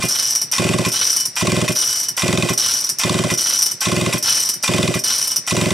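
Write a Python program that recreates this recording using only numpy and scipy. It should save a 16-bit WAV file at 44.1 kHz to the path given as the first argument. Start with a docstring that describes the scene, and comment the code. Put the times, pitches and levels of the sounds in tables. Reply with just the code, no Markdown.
"""Cranking a chainsaw

A small two-stroke chainsaw on a workbench is pulled over again and again without firing. Each pull snaps
the starter pawls in, draws the rope out and turns the piston through six compressions (clack, thump,
gulp). Then the spring winds the rope back while the pawls rattle over ringing steel and slow to ticks."""
import sys
import numpy as np
from scipy import signal
from scipy.fft import rfft, irfft
from scipy.io import wavfile
from scipy.ndimage import uniform_filter1d

SR = 44100
rng = np.random.default_rng(int(sys.argv[2]) if len(sys.argv) > 2 else 0)


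def unload_wav(signal):
    """Save mono or channel-first audio to the path in sys.argv[1] as 16-bit WAV at rate SR, clipped to [-1, 1]."""
    wavfile.write(
        sys.argv[1],
        SR,
        np.round(np.clip(np.atleast_2d(signal).T, -1, 1) * 32767).astype(np.int16),
    )


N = 252825
TIME = np.arange(N) / SR

# Pulls of the rope. Each row: times in seconds at which the pawls fly out and the first thump falls,
# slowness as a factor on the stroke times, then relative levels in dB of pull, yank and pawl click.
PULLS = [(-.3, -.2334, 1.0, -1.5, -22, -13), (.5154, .5941, 1, .5, -24, -10),
         (1.356, 1.4223, 1.005, .5, -20, -17), (2.167, 2.232, 1, 0, -19, -14),
         (2.9864, 3.0471, .995, -.5, -27, -9), (3.8063, 3.8675, 1.014, -.5, -20, -11),
         (4.627, 4.6895, .98, 0, -18, -13), (5.4663, 5.52, .97, 0, -19, -19)]
# Rewinds. Each row: time of the last tick, gap before it, time of the first pawl drop and start of
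# the rattle, all in seconds, then relative level of the rubbing rope in dB.
REWINDS = [(.4153, .0636, .049, .0839, -23.5), (1.254, .052, .8854, .9176, -19.5),
           (2.0852, .0525, 1.72, 1.7528, -22.5), (2.892, .051, 2.532, 2.5768, -20.5),
           (3.7128, .053, 3.339, 3.3757, -21), (4.5372, .0465, 4.1797, 4.2265, -18),
           (5.3606, .05, 4.9913, 5.0383, -20)]
# Modes of crankcase and housing. Each row: frequency in Hz, relative level in dB, t60 in seconds.
CASE = [(1055, -3, .04), (1987, -3, .08), (2045, -3, .08), (2424, 0, .085), (2520, -2, .05),
        (2830, -5, .04), (3620, -5, .02)]
SLACK_S = .009  # from the pawls flying out until the rope is taut
FULL_LENGTH_S = .262  # from the first thump until the rope is fully out, at a slowness of 1


def piston():
    """Cavity resonance: each turn clacks over top centre, puffs out trapped air and gulps a new charge."""
    # Turns of one pull. 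Each row: delay after the first thump in seconds, clack lead in seconds, clack
    # level in dB, clack decay in seconds, thump level in dB, gulp lag in seconds, gulp level in dB.
    turns = [(0, .012, -8.5, .008, -13, .0245, -11), (.0535, .0055, -8, .004, -12, .018, -14),
             (.1, .0045, -8, .0035, -11.5, .018, -14), (.147, .0045, -8, .0035, -12, .018, -15),
             (.1975, .006, -8.5, .004, -12.5, .023, -13), (.269, .0135, -11, .009, -14, .0095, -17)]
    # Air modes of cylinder and muffler, then of the intake as its port opens.
    # Each row: frequency in Hz, relative level in dB, t60 in seconds.
    cylinder_modes = [(121.6, -5.5, 0.12), (163, -10, 0.13), (178, 0, 0.059), (213.8, -17, 0.17),
                      (265.5, -12, 0.13), (362.8, -8.5, 0.096), (597, -6.5, 0.038)]
    intake_modes = [(185, -9, .04), (357, -5, .07), (450, -5, .05), (595, 2, .04), (665, 0, .035),
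                    (1060, -16, .04)]
    # Spectrum of a clack. Each row: frequency in Hz, relative level in dB.
    clack_spectrum = [(300, 6), (700, -10.5), (1050, 10.5), (1400, -5), (2100, 3), (2700, 6), (3700, 1),
                      (4700, -6), (8000, -4), (11000, -11), (16000, -43)]
    clacks, air, flow = np.zeros((3, N))
    thump, gulp = ring(cylinder_modes, rise=.004), ring(intake_modes, rise=.0045)
    for stop, *_ in REWINDS:
        add(air, stop + .01537, amp(-27) * ring(cylinder_modes, rise=.01))  # the handle bumps home
    for _, start, slowness, pull_db, *_ in PULLS:
        for after, lead, clack_db, decay, thump_db, lag, gulp_db in turns:
            s = start + after * slowness
            clack_scatter, lag_scatter, gulp_scatter = rng.standard_normal(3)
            add(clacks, s - lead, amp(pull_db + clack_db + clack_scatter) * burst(decay))
            add(air, s + .0007, -amp(pull_db + thump_db + 6) * thump)  # suction first, then the puff
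            add(air, s + lag + .00044 * lag_scatter, amp(pull_db + gulp_db + gulp_scatter) * gulp)
            add(flow, s, amp(pull_db + thump_db) * burst(.012))
    rush = colour(flow, [(60, -52), (200, -10), (620, 7.5), (800, -14), (1050, -22), (1500, -6),
                         (4000, -34.5), (16000, -46)])
    knock = small_parts(colour(clacks, clack_spectrum), decay=.0021, share=1)
    return air + amp(-16) * rush + amp(-5) * knock + amp(-15.5) * body(clacks, CASE)


def rope():
    """Sliding friction: the rope rasps out through its eyelet, knocks at full length and rubs back."""
    # Friction spectra, outward and back. Each row: frequency in Hz, relative level in dB.
    rasp_spectrum = [(410, -19), (700, -8), (830, -5), (1050, -9.5), (1540, 0.5), (2460, -4.5), (2990, 0.5),
                     (3690, -4), (4210, -7), (4550, -0.5), (6400, -8.5), (7490, 1), (11500, -16),
                     (16000, -24.5)]
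    rub_spectrum = [(100, -0.5), (300, -9), (750, -11), (1100, -3), (1600, 2), (2300, -4), (3200, 1.5),
                    (4300, 5), (5500, -2), (7000, -18), (16000, -55)]
    # Mode of the starter drum. Each row: frequency in Hz, relative level in dB, t60 in seconds.
    drum_modes = [(3001, 0, 0.15)]
    outward = rope_draw() * chatter(per_s=300, jitter=.7, spread_db=1.5, decay=.0031, bed=.39)
    rub = sum(amp(rub_db) * stretch(start, stop, [0, .22, 1], [-6, 0, -16])  # peaks with the drum's speed
              for stop, _, _, start, rub_db in REWINDS)
    back = rub * chatter(per_s=150, jitter=.6, spread_db=6.5, decay=.0046, bed=.3)
    friction = amp(-.5) * colour(outward, rasp_spectrum) + amp(-4.5) * colour(back, rub_spectrum)
    knocks = np.zeros(N)
    for _, start, slowness, pull_db, *_ in PULLS:
        full = start + FULL_LENGTH_S * slowness
        add(knocks, full - .007, amp(pull_db - 22.5) * ring(CASE, rise=.0016))
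    rubbing = small_parts(friction, decay=.0054, share=.6)
    housing = amp(-5.5) * body(outward, CASE)
    drum = amp(-14) * body(back + outward / 2, drum_modes)
    return rubbing + housing + drum + knocks


def rope_draw():
    """Incoherent addition: yank, steady run and final jerk sum in power to the outward rasp's envelope."""
    run_db, sag_db_per_s = -25, 15.5
    yank_s, jerk_s = .018, .023
    power = np.zeros(N)
    for fly_out, start, slowness, pull_db, yank_db, _ in PULLS:
        taut, full = fly_out + SLACK_S, start + FULL_LENGTH_S * slowness
        yank = amp(yank_db) * dying(taut, yank_s)
        run = stretch(taut, full + 2 * jerk_s, [0, 1], [run_db, run_db - sag_db_per_s * (full - taut)])
        jerk = amp(pull_db - 26) * dying(full, jerk_s)
        power += yank ** 2 + run ** 2 + jerk ** 2
    return np.sqrt(power)


def pawls():
    """Impact excitation: two pawls skitter and snap on the starter, ringing its steel and their own."""
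    # Modes of starter and flywheel, then of the pawls themselves.
    # Each row: frequency in Hz, relative level in dB, t60 in seconds.
    steel_modes = [(3001, -16, .1), (4820, -15, .04), (5270, -9, .03), (5389, -5, .18), (5520, -4, .025),
                   (5669, -3, .12), (5760, 1, .03), (5880, 1, .03), (5970, -6, .05), (7165, -21, .1),
                   (7742, -15, .15), (8640, -9, .06), (8829, -15, .06), (9139, -10, .16), (9470, -11, .035),
                   (9788, -11, .07), (10750, -15, .1), (11600, -12, .012)]
    pawl_modes = [(8829, 3, .08), (9860, 3, 0.04), (11570, -1, 0.044), (11950, -2, .06),
                  (12600, -16, 0.081), (12500, -2, 0.081), (12990, -5, .08), (14260, -9, .07)]
    # Spectrum of a tick. Each row: frequency in Hz, relative level in dB.
    tick_spectrum = [(200, -10), (1500, -2.5), (2500, -7), (4200, -5.5), (5300, 14), (6600, -1.5),
                     (8000, 3.5), (9500, -4), (10700, -39), (11700, -5.5), (13000, -4), (16000, -23)]
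    rattle = amp(-5.5) * rope_draw()  # the running rope shakes the pawls
    for stop, _, _, start, _ in REWINDS:
        rattle += amp(-19) * stretch(start, stop, [0, .64, 1], [0, 0, -11.5])
    for fly_out, start, _, pull_db, *_ in PULLS:  # they skitter briefly before they catch
        rattle += amp(pull_db - 25.5) * stretch(fly_out + SLACK_S, start - .014, [0, 1], [0, 0])
    skitter = rattle * chatter(per_s=120, jitter=.35, spread_db=5.5, decay=.0015, bed=.64)
    snaps = np.zeros(N)
    for s, db in pawl_strikes():
        add(snaps, s - .0005, amp(db + 1.5) * burst(.0015))
        add(snaps, s + .0045 * rng.uniform(.6, 1.4), amp(db + 2) * burst(.0016))  # the second pawl lands
        add(snaps, s + rng.uniform(.004, .011), amp(db - 11.5) * burst(.017))  # bounce and scrape
    force = skitter + snaps
    jingle = small_parts(colour(force, tick_spectrum), decay=.014, share=1.6)
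    sparkle = colour(small_parts(snaps, decay=.0023, share=2),
                     [(200, -53), (6000, -30), (9000, 12), (10600, 7), (11700, 4), (13500, -5),
                      (16000, -8)])
    ringing = amp(-2.5) * body(force, steel_modes) + amp(-13) * body(snaps, pawl_modes)
    return ringing + amp(-10.5) * jingle + amp(-13.5) * sparkle


def pawl_strikes():
    """Ratchet action: strikes as (seconds, dB) at both ends of a pull, then ticks as the drum slows."""
    release_db, drop_db, rattle_start_db = -15, -13.5, -11
    last_tick_db, step_db, spread_db = -9, -.63, 2.3
    hits = []
    for fly_out, start, slowness, _, _, click_db in PULLS:
        hits += [(fly_out, click_db), (start + FULL_LENGTH_S * slowness, release_db)]
    for stop, gap, drop, start, _ in REWINDS:
        hits += [(drop, drop_db), (start, rattle_start_db)]
        for n, scatter in enumerate(rng.standard_normal(size=14)):
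            s = stop - gap * n ** .79  # counted from the last: earlier ticks are closer and lighter
            if s > start:
                hits.append((s, last_tick_db + step_db * n + spread_db * scatter))
    return hits


def body(force, modes):
    """Modal superposition: a rough force drives each mode at random, and the total power is kept."""
    total = np.linalg.norm(amp([db for _, db, _ in modes]))
    sound = np.zeros(N)
    for hz, db, t60 in modes:
        response = ring([(hz, 0, t60)], rise=1 / SR)
        drive = force * rng.choice([-1., 1.], N)
        sound += amp(db) * signal.oaconvolve(drive, response / np.linalg.norm(response))[:N]
    return sound / total


def small_parts(force, decay, share):
    """Modal overlap: countless weak resonances of screws, fins and covers merge into a brief noisy ring."""
    response = burst(decay)
    ringing = signal.oaconvolve(force, response / np.linalg.norm(response))[:N]
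    return (force + share * ringing) / np.hypot(1, share)


def chatter(per_s, jitter, spread_db, decay, bed):
    """Shot noise: an uneven train of small rough contacts over a bed of sliding noise."""
    gaps = np.exp(jitter * rng.standard_normal(4096)) / per_s
    at = (np.cumsum(gaps) * SR).astype(int)
    size = amp(spread_db * rng.uniform(-.27, 1, len(at)))
    energy = np.bincount(at[at < N], size[at < N] ** 2, N)
    power = signal.lfilter([1], [1, -np.exp(-2 / (decay * SR))], energy)
    return unit(np.sqrt(power / power.mean() + bed ** 2) * rng.standard_normal(N))


def ring(modes, rise):
    """Damped free vibration: dying sines with a soft onset of `rise` seconds."""
    t = np.arange(SR // 2) / SR
    sines = sum(amp(db) * np.exp(-np.log(1000) * t / t60) * np.sin(2 * np.pi * hz * t)
                for hz, db, t60 in modes)
    return sines * (1 - np.exp(-(t / rise) ** 2))


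def burst(decay):
    """Rough contact: noise that starts at once and dies with a time constant in seconds."""
    t = np.arange(SR // 10) / SR
    return rng.standard_normal(len(t)) * np.exp(-t / decay)


def workshop(sound):
    """Reverberation: sparse reflections, different at each ear, each band dying at its own rate."""
    # Decay of the room. Each row: frequency in Hz, t60 in seconds.
    decay_times = [(100, 0.16), (400, 0.4), (1500, 0.2), (6000, 0.39), (15000, 0.28)]
    slots = np.arange(SR // 200, SR // 2, 20)
    arrivals = slots + rng.integers(0, 20, (2, len(slots)))
    taps = np.zeros((2, SR // 2 + 20))
    np.put_along_axis(taps, arrivals, rng.choice([-1., 1.], arrivals.shape), 1)
    hz, t, bands = signal.stft(taps, SR, nperseg=256)
    fade = np.exp(-np.log(1000) * t / read(decay_times, hz)[:, None])
    tail = signal.istft(bands * fade, SR, nperseg=256)[1]
    sent = colour(sound, [(100, -3), (400, 18), (1000, 16.5), (3000, 11), (6000, 11), (12000, -2)])
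    return signal.fftconvolve(sent[None], tail / np.linalg.norm(tail[0]), axes=1)[:, :N]


def room_air():
    """Ambient noise: a steady hush, partly correlated between the ears."""
    # Spectrum of the hush. Each row: frequency in Hz, relative level in dB.
    air_spectrum = [(15, -30), (25, -14), (115, 8), (879, -4), (2130, 1), (3180, -8), (5880, 3.5),
                    (6720, -15), (8780, -4), (15000, -71)]
    air = np.array([colour(rng.standard_normal(N), air_spectrum) for _ in range(2)])
    return air + .5 * air[::-1]


def limiter(x, threshold_db, recovery_db_per_s):
    """Gain control: the gain drops at once when the power passes the threshold, then recovers."""
    power_db = 10 * np.log10(abs(uniform_filter1d((x ** 2).mean(0), SR // 300)) + 1e-12)
    fall = TIME * recovery_db_per_s
    held_db = np.maximum.accumulate(power_db + fall) - fall
    over_db = np.maximum(held_db - threshold_db, 0)
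    return x / amp(uniform_filter1d(over_db, SR // 1000))


def colour(x, points, size=2048):
    """Minimum-phase filter: follows (Hz, dB) points and keeps the power of white noise."""
    hz = abs(np.fft.fftfreq(size, 1 / SR))
    log_gain = np.log(unit(amp(read(points, hz))))
    response = np.fft.ifft(np.exp(np.conj(signal.hilbert(log_gain)))).real
    return signal.oaconvolve(x, response[:size // 2])[:N]


def dying(s, decay):
    """Exponential decay: a gain that jumps to 1 at time s and dies away."""
    return (TIME >= s) * np.exp(-abs(TIME - s) / decay)


def stretch(start, end, shares, dbs):
    """Envelope: follows levels in dB at shares of a stretch of time, zero outside it."""
    share = (TIME - start) / (end - start)
    inside = (share >= 0) & (share < 1)
    gain = np.zeros(N)
    gain[inside] = amp(np.interp(share[inside], shares, dbs))
    return uniform_filter1d(gain, SR // 200)


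def add(mix, s, sound):
    """Superposition: mixes a sound in at time s; what falls outside is dropped."""
    at = round(s * SR)
    part, sound = mix[max(at, 0):], sound[max(-at, 0):]
    part[:len(sound)] += sound[:len(part)]


def read(points, hz):
    """Interpolation of a table on a log-frequency axis."""
    f, value = np.transpose(points)
    return np.interp(np.log(hz + 1), np.log(f + 1), value)


def amp(db):
    """Amplitude ratio of a level in decibels."""
    return 10 ** (np.asarray(db) / 20)


def unit(x):
    """Normalisation to an rms of 1."""
    return x / np.sqrt(np.mean(x ** 2) + 1e-20)


def scene():
    """Direct and diffuse field: the saw close by, its reflections and the quiet air of the room."""
    saw = piston() + rope() + pawls()
    return saw + amp(-15.5) * workshop(saw) + amp(-45) * room_air()


def record(dry):
    """Stereo pickup: two close microphone ports, a bass cut, a limiter, soft overload and a band limit."""
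    # Phase between the ports. Each row: frequency in Hz, lead of the left in radians.
    port_phase = [(0, 0.55), (340, -0.82), (690, 0.18), (950, -0.14), (1290, -0.74), (1640, -0.53),
                  (3190, -0.03), (5080, 0.0), (5430, 0.29), (7240, -0.41), (7750, 0.59), (8700, -0.45),
                  (10500, -0.0), (16100, 0.0)]
    # Balance of the ports. Each row: frequency in Hz, left minus right in dB.
    port_balance = [(60, -3), (110, 0.5), (200, -0.5), (380, -2), (700, -2.0), (1290, -2.0), (2380, -1.5),
                    (4400, 0), (8120, 1), (15000, -2)]
    bass_hz, edge_hz, ceiling = 92, 15900, .7
    hz = np.fft.rfftfreq(N, 1 / SR)
    side = np.array([[.5], [-.5]])
    ports = amp(side * read(port_balance, hz)) * np.exp(1j * side * read(port_phase, hz))
    bass_cut = 1 / np.sqrt(1 + (bass_hz / (hz + 1)) ** 6) + .17
    heard = irfft(rfft(dry) * ports * bass_cut, N)
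    limited = limiter(heard, threshold_db=-6, recovery_db_per_s=175)
    saturated = limited / (1 + (limited / ceiling) ** 4) ** .25
    lowpass = signal.firwin(511, edge_hz, window=("kaiser", 9), fs=SR)
    return signal.oaconvolve(saturated, lowpass[None], "same")


dry = scene()
out = record(dry)
unload_wav(out)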